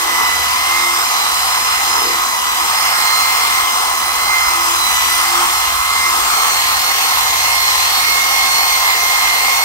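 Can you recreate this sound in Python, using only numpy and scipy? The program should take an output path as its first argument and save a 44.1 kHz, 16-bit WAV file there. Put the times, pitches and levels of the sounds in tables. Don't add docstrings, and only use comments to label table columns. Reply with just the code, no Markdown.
import sys
import numpy as np
from scipy import signal
from scipy.io import wavfile
from scipy.ndimage import uniform_filter1d

SR = 44100
rng = np.random.default_rng(int(sys.argv[2]) if len(sys.argv) > 2 else 0)


def wav_record(signal):
    frames = np.transpose(np.atleast_2d(signal))
    bounded = np.clip(frames, -1, 1)
    quanta = np.round(bounded * 32767).astype(np.int16)
    wavfile.write(sys.argv[1], SR, quanta)


N = 425124
TIME = np.arange(N) / SR
TEETH, ARMATURE = 26, 26 / 3
STEPS = 2 ** 17
TURN_S = 6.5, 6.9
RECEDE_DB = -0.5, -6


def gain_of(db):
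    return 10 ** (np.asarray(db) / 20)


def evened(x):
    return x / np.sqrt(np.mean(abs(x) ** 2) + 1e-20)


def read(points, hz, axis=1):
    table = np.transpose(points)
    return np.interp(np.log(hz + 1), np.log(table[0] + 1), table[axis])


def curve(rows, axis):
    table = np.transpose(rows)
    return np.interp(TIME, table[0], table[axis])


def swell(centre_s, half_s):
    return np.exp(-((TIME - centre_s) / half_s) ** 2)


def drift(top_hz, t, low_hz=0.094):
    hz = np.geomspace(low_hz, top_hz, num=16)[:, None]
    coarse = np.arange(0, N / SR + .1, .01)
    sines = np.sin(2 * np.pi * (hz * coarse + rng.random(hz.shape)))
    slow = evened((sines / hz ** .2).sum(axis=0))
    return np.interp(t, coarse, slow)


# start_s [s], speed [turns per s]
SPEED = [(0.0, 38.99), (0.42, 38.33), (0.7, 40.1), (0.93, 40.2), (1.16, 38.8), (1.86, 39.6), (2.51, 38.24),
         (2.65, 39.32), (2.93, 40.23), (3.67, 40.07), (4.04, 38.84), (4.32, 40.12), (5.06, 38.12),
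         (5.15, 38.74), (5.34, 40.48), (5.48, 40.5), (5.67, 39.73), (6.18, 40.26), (6.41, 41.1),
         (6.73, 39.9), (6.97, 41.74), (7.24, 39.89), (7.52, 41.01), (7.8, 39.61), (7.94, 41.37),
         (8.68, 41.1), (8.92, 39.75), (9.1, 40.7), (9.33, 39.89), (9.64, 41.75)]


def spindle_speed():
    inertia_s = .14
    return uniform_filter1d(curve(SPEED, axis=1), round(inertia_s * SR), mode="nearest")


SPINDLE = spindle_speed()
TURNS = np.cumsum(SPINDLE) / SR
CYCLE_STEP = (TURNS / 3 % 1 * STEPS).astype(int)
AWAY = np.interp(TIME, TURN_S, [0, 1])

# pitch_hz [Hz], left_minus_right_db [dB], likeness [0-1], left_lead [radians]
PORTS = [(60, -1, 0.94, 0.1), (350, 0.5, 1, 0.88), (523, 1.5, 0.36, 0.46), (967, -0.2, 1, 1.56),
         (1590, -3.5, 0.17, 1.99), (2170, -3, 0.78, 2.93), (2500, 8, 0, 2.4), (3390, -2, 0.67, 3.16),
         (4920, -3.5, 0.3, 5.36), (5630, -3.5, 0, 5.4), (7050, 1, 0.44, 10), (8180, 8, 0.28, 13.5),
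         (9260, 5, 0.35, 17.86), (13000, -2.5, 0.17, 25.6), (14800, 7, 0.7, 27.3)]


def ports(hz):
    pan = gain_of(read(PORTS, hz, axis=1) / 2)
    likeness = np.clip(read(PORTS, hz, axis=2), 0, 1)
    return pan, likeness, read(PORTS, hz, axis=3)


# pitch_hz [Hz], change_db [dB]
AWAY_COLOUR = [(200, 0), (550, 3.5), (900, 0.6), (1300, -3), (2200, 0), (3500, 0.5), (6000, 1.0),
               (7500, -1.5), (12000, 0.5)]


def noise(shape, patchy_db, size, on_tool=False):
    hop = size // 4
    hz = np.fft.rfftfreq(size, 1 / SR)
    frame_s = np.arange(N // hop + 5) * hop / SR
    a, b, c, d, patches = rng.standard_normal((len(frame_s), len(hz), 5)).T
    patches = uniform_filter1d(patches, size // 80, axis=0)
    patches = evened(uniform_filter1d(patches, 4096 // hop, axis=1))
    pan, same, lead = (column[:, None] for column in ports(hz))
    sway = .05 * hz[:, None] / 1000 * drift(1.5, frame_s)
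    right = a + 1j * b
    left = same * right + np.sqrt(1 - same ** 2) * (c + 1j * d)
    left = left * np.exp(1j * (lead + sway))
    turned_db = on_tool * np.outer(read(AWAY_COLOUR, hz), np.interp(frame_s, TURN_S, [0, 1]))
    colour = shape(hz)[:, None] * gain_of(patchy_db * patches + turned_db)
    spectra = np.array([left * pan, right / pan]) * colour
    out = signal.istft(spectra, nperseg=size, noverlap=size - hop)[1][:, :N]
    return out / np.sqrt(np.mean(out.mean(axis=0) ** 2))


def throb(depths):
    return 1 + sum(depth * np.cos(2 * np.pi * (order * TURNS + rng.random())) for order, depth in depths)


def tones(orders, dbs, scatter, pan=None, lead=None):
    bins = np.round(np.asarray(orders) * 3).astype(int)
    lines = np.zeros(STEPS, complex)
    lines[bins] = gain_of(dbs) * np.exp(2j * np.pi * rng.random(len(orders)))
    wave = np.sqrt(2) * STEPS * np.fft.ifft(lines)[CYCLE_STEP]
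    mean_hz = np.mean(orders) * np.mean(np.transpose(SPEED)[1])
    table_pan, same, table_lead = ports(mean_hz)
    pan = table_pan if pan is None else pan
    lead = table_lead if lead is None else lead
    t = TIME[::64]
    shared, own_left, own_right = (
        (drift(7.5, t, low_hz=0.694) + 1j * drift(7.5, t, low_hz=0.7083)) / 2 for _ in range(3))
    left, right = (1 + scatter * (same * shared + np.sqrt(2 - same ** 2) * own)
                   for own in (own_left, own_right))
    paths = np.array([left * pan * np.exp(1j * lead), right / pan])
    heard = (wave * np.repeat(paths, 64, axis=1)[:, :N]).real
    return heard / np.sqrt(1 + scatter ** 2)


# start_s [s], level_db [dB]
RUMBLE_LEVEL = [(0, -49.5), (3.6, -48.5), (4.2, -44), (9.64, -47.5)]
# pitch_hz [Hz], level_db [dB]
RUMBLE = [(15, -10), (35, 8), (65, 11), (100, -20), (150, -18), (300, -42)]
DRONE = [(160, -13.5), (250, 2), (350, 0.5), (500, 9.5), (650, -17), (1000, 8), (2000, -16)]
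# centre_s [s], half_length_s [s, to 1/e of the rise], rise_db [dB]
SWELLS = [(.2, 0.35, 6.5), (2.074, 0.16, 11), (8.205, 0.23, 4)]
# pitch_hz [Hz], level_db [dB]
HUM = [(100, -57.5), (500, -57)]


def shop():
    rumble = noise(lambda hz: gain_of(read(RUMBLE, hz)), 1.1, size=4096)
    rumble = rumble * gain_of(curve(RUMBLE_LEVEL, axis=1))
    drone_db = -42.5 + sum(db * swell(s, half) for s, half, db in SWELLS)
    drone = noise(lambda hz: gain_of(read(DRONE, hz)), 2.4, size=2048) * gain_of(drone_db)
    hum = 0
    for hz, db in HUM:
        level = np.sqrt(2) * gain_of(db + 1.7 * drift(1.5, TIME))
        hum = hum + level * np.sin(2 * np.pi * hz * TIME)
    return rumble + drone + hum


# start_s [s], housing_level_db [dB], air_level_db [dB]
TOOL_NOISE = [(0, -23.5, -22), (1.9, -23, -21), (2.4, -24, -23.5), (2.85, -22, -20.5), (3.4, -22.5, -20),
              (4.0, -23, -23.5), (4.5, -22.5, -21.5), (5.0, -23.5, -20.5), (5.4, -21.5, -19.5),
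              (5.85, -25, -22.5), (6.25, -22, -19.5), (7.7, -23, -19), (9.64, -22.5, -19.5)]
# pitch_hz [Hz], density_db [dB per Hz]
AIR = [(500, -31), (1000, -72), (1600, -4), (2050, 5.5), (2500, -3), (3200, 1), (3700, -1.5), (4200, -3),
       (5200, -2.5), (6800, -2.5), (8300, -7), (10500, -9.5), (12500, -6), (15500, -10.5)]


def air():
    beat = throb(zip([1, 2, 4, TEETH, 2 * TEETH], [0.063, 0.037, 0.022, 0.16, 0.01]))
    hiss = noise(lambda hz: gain_of(read(AIR, hz)), 1.42, size=512, on_tool=True)
    return hiss * beat * gain_of(curve(TOOL_NOISE, axis=2))


# pitch_hz [Hz], width_hz [Hz, full width at half amplitude], relative_level_db [dB]
HOUSING = [(762.5, 73, -1.5), (915, 220, -0.5), (1095, 150, -1), (1237, 260, 2), (1390, 880, -10.5)]


def housing():
    def modes(hz):
        peaks = (gain_of(db) / (1 + (2 * (hz - f) / width) ** 2) for f, width, db in HOUSING)
        return np.sqrt(sum(peak ** 2 for peak in peaks))

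    beat = throb(zip([1, 2, 4, 6], [0.017, 0.04, 0.07, 0.1]))
    roar = noise(modes, 1.58, size=1024, on_tool=True)
    return roar * beat * gain_of(curve(TOOL_NOISE, axis=1))


# multiple [of armature speed], level_db [dB]
MOTOR = [(2, -42), (4, -41), (7, -44), (14, -42), (25, -49), (35, -47)]
# order [per spindle turn], relative_level_db [dB]
WOBBLE = [(2, -1), (3, -13)]
# start_s [s], unbalance_level_db [dB], wobble_level_db [dB]
LOW = [(0.0, -41, -57), (0.4, -47.5, -39), (0.9, -40, -59), (1.45, -60, -47), (2.1, -37.5, -51),
       (2.4, -62, -60), (2.6, -37.5, -53.0), (3.25, -56, -50), (3.75, -45.0, -50), (4.35, -50, -49),
       (4.7, -39.5, -44), (5.0, -52.0, -47), (5.4, -33, -52), (5.7, -55, -41), (6.2, -41, -47),
       (6.35, -54.0, -58.0), (6.75, -62, -39), (6.9, -56.0, -65), (7.2, -70, -42.5), (9.64, -54, -57)]


def motor():
    multiple, db = np.transpose(MOTOR)
    groups = np.array_split(np.arange(len(db)), 3)
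    weak = sum(tones(ARMATURE * multiple[g], db[g], 1.6) for g in groups)
    weak += tones([6], [-52], .9)
    weak = gain_of(np.interp(AWAY, [0, 1], RECEDE_DB)) * weak
    unbalance = tones([ARMATURE], [0], 0.95) * gain_of(curve(LOW, axis=1))
    second, third = (tones([order], [db], 0.2) for order, db in WOBBLE)
    third = third * gain_of(8 * AWAY)
    return weak + unbalance + (second + third) * gain_of(curve(LOW, axis=2))


RUNOUT = [-14, -15, -8, -17, -8, -8, -7, -4, -1, -3, -2, -10]


def harmonic(multiple, scatter, pan=None, lead=None):
    side = np.arange(-8, 9)
    first_db = RUNOUT[multiple - 1]
    outer_db = np.minimum(first_db - 5, -13) - 1.2 * abs(side)
    dbs = np.where(abs(side) == 1, first_db, outer_db) + 2 * rng.standard_normal(len(side))
    return tones(TEETH * multiple + side, dbs * (side != 0), scatter, pan, lead)


# multiple [of tooth rate], level_db [dB]
OVERTONES = [(3, -37), (6, -39), (7, -43), (9, -41), (10, -41), (12, -43)]
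# start_s [s], level_db [dB]
SECOND = [(0.0, -28.5), (0.2, -19), (0.45, -29), (0.75, -22), (1.35, -33), (1.75, -30.5), (2.15, -32),
          (3.3, -24), (4.15, -29.5), (4.35, -17.5), (4.8, -36.5), (4.95, -25.5), (5.8, -29.5),
          (6.05, -20.5), (6.15, -32), (6.65, -28), (6.8, -29), (7.401, -29), (7.55, -20.5), (7.95, -31),
          (8.15, -21.0), (9.64, -20.5)]
FOURTH = [(0.0, -30), (1.0, -37), (1.2, -24.5), (2.1, -32), (2.25, -28), (2.35, -33), (3.2, -24),
          (3.6, -34), (4.25, -26), (4.7, -36), (4.8, -23.0), (5.35, -32), (6.65, -26.5), (7.05, -25),
          (7.95, -24.5), (8.15, -20.0), (8.25, -31.5), (8.55, -17.0), (8.8, -25), (9.05, -29), (9.5, -25.5),
          (9.64, -22)]
FIFTH = [(0.0, -36), (1.25, -28.5), (1.8, -32), (2.05, -25.5), (2.45, -39.5), (2.85, -26), (3.3, -36),
         (3.7, -31.5), (4.25, -38), (4.45, -30), (5.9, -40), (6.05, -29), (6.45, -43), (9.64, -45)]
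# half_left_minus_right_db [dB], left_lead_before_turn [radians], after [radians]
WHINE_PORTS = [(-2.5, 1.28, 4.24), (-3.5, 4.04, 4.05)]
SLIDING_ORDERS = [26, 28, 32, 208]
# level_db [dB at REFERENCE_SPEED before the turn and flare], slope [dB per turn per s],
# turned_change_db [dB], scatter [reflected to direct amplitude ratio]
SLIDING = [(-24.5, 1.5, -0.7, 0.19), (-26.5, 1, -29, 0.48), (-27, 3, -40, 0.18), (-36.5, 2.5, -3, 0.66)]
REFERENCE_SPEED = 40
FLARE_S, FLARE_HALF_S, FLARE_DB = 5.0, 0.28, 6.4


def gears():
    flare_db = FLARE_DB * swell(FLARE_S, FLARE_HALF_S)
    overtones = sum(harmonic(k, .9) * gain_of(db) for k, db in OVERTONES)
    out = overtones * gain_of(np.interp(AWAY, [0, 1], RECEDE_DB) + flare_db)
    for k, level, (pan_db, before, after) in zip([2, 4], [SECOND, FOURTH], WHINE_PORTS):
        lead = np.interp(AWAY[::64], [0, 1], [before, after])
        out += harmonic(k, 0.34, gain_of(pan_db), lead) * gain_of(curve(level, axis=1))
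    out += harmonic(5, .35) * gain_of(curve(FIFTH, axis=1))
    for order, (db, slope_db, away_db, scatter) in zip(SLIDING_ORDERS, SLIDING):
        tone = tones([order], [0], scatter) if order % TEETH else harmonic(order // TEETH, scatter)
        level_db = db + slope_db * (SPINDLE - REFERENCE_SPEED) * (1 - AWAY) + away_db * AWAY
        if order > 4 * TEETH:
            level_db = level_db + flare_db
        out += tone * gain_of(level_db)
    return out


def scene():
    return shop() + air() + housing() + motor() + gears()


def record(dry):
    edge_hz = 15760
    low_pass = signal.firwin(1023, edge_hz, window=("kaiser", 9), fs=SR)
    return np.clip(signal.oaconvolve(dry, low_pass[None], "same"), -1, 1)


dry = scene()
out = record(dry)
wav_record(out)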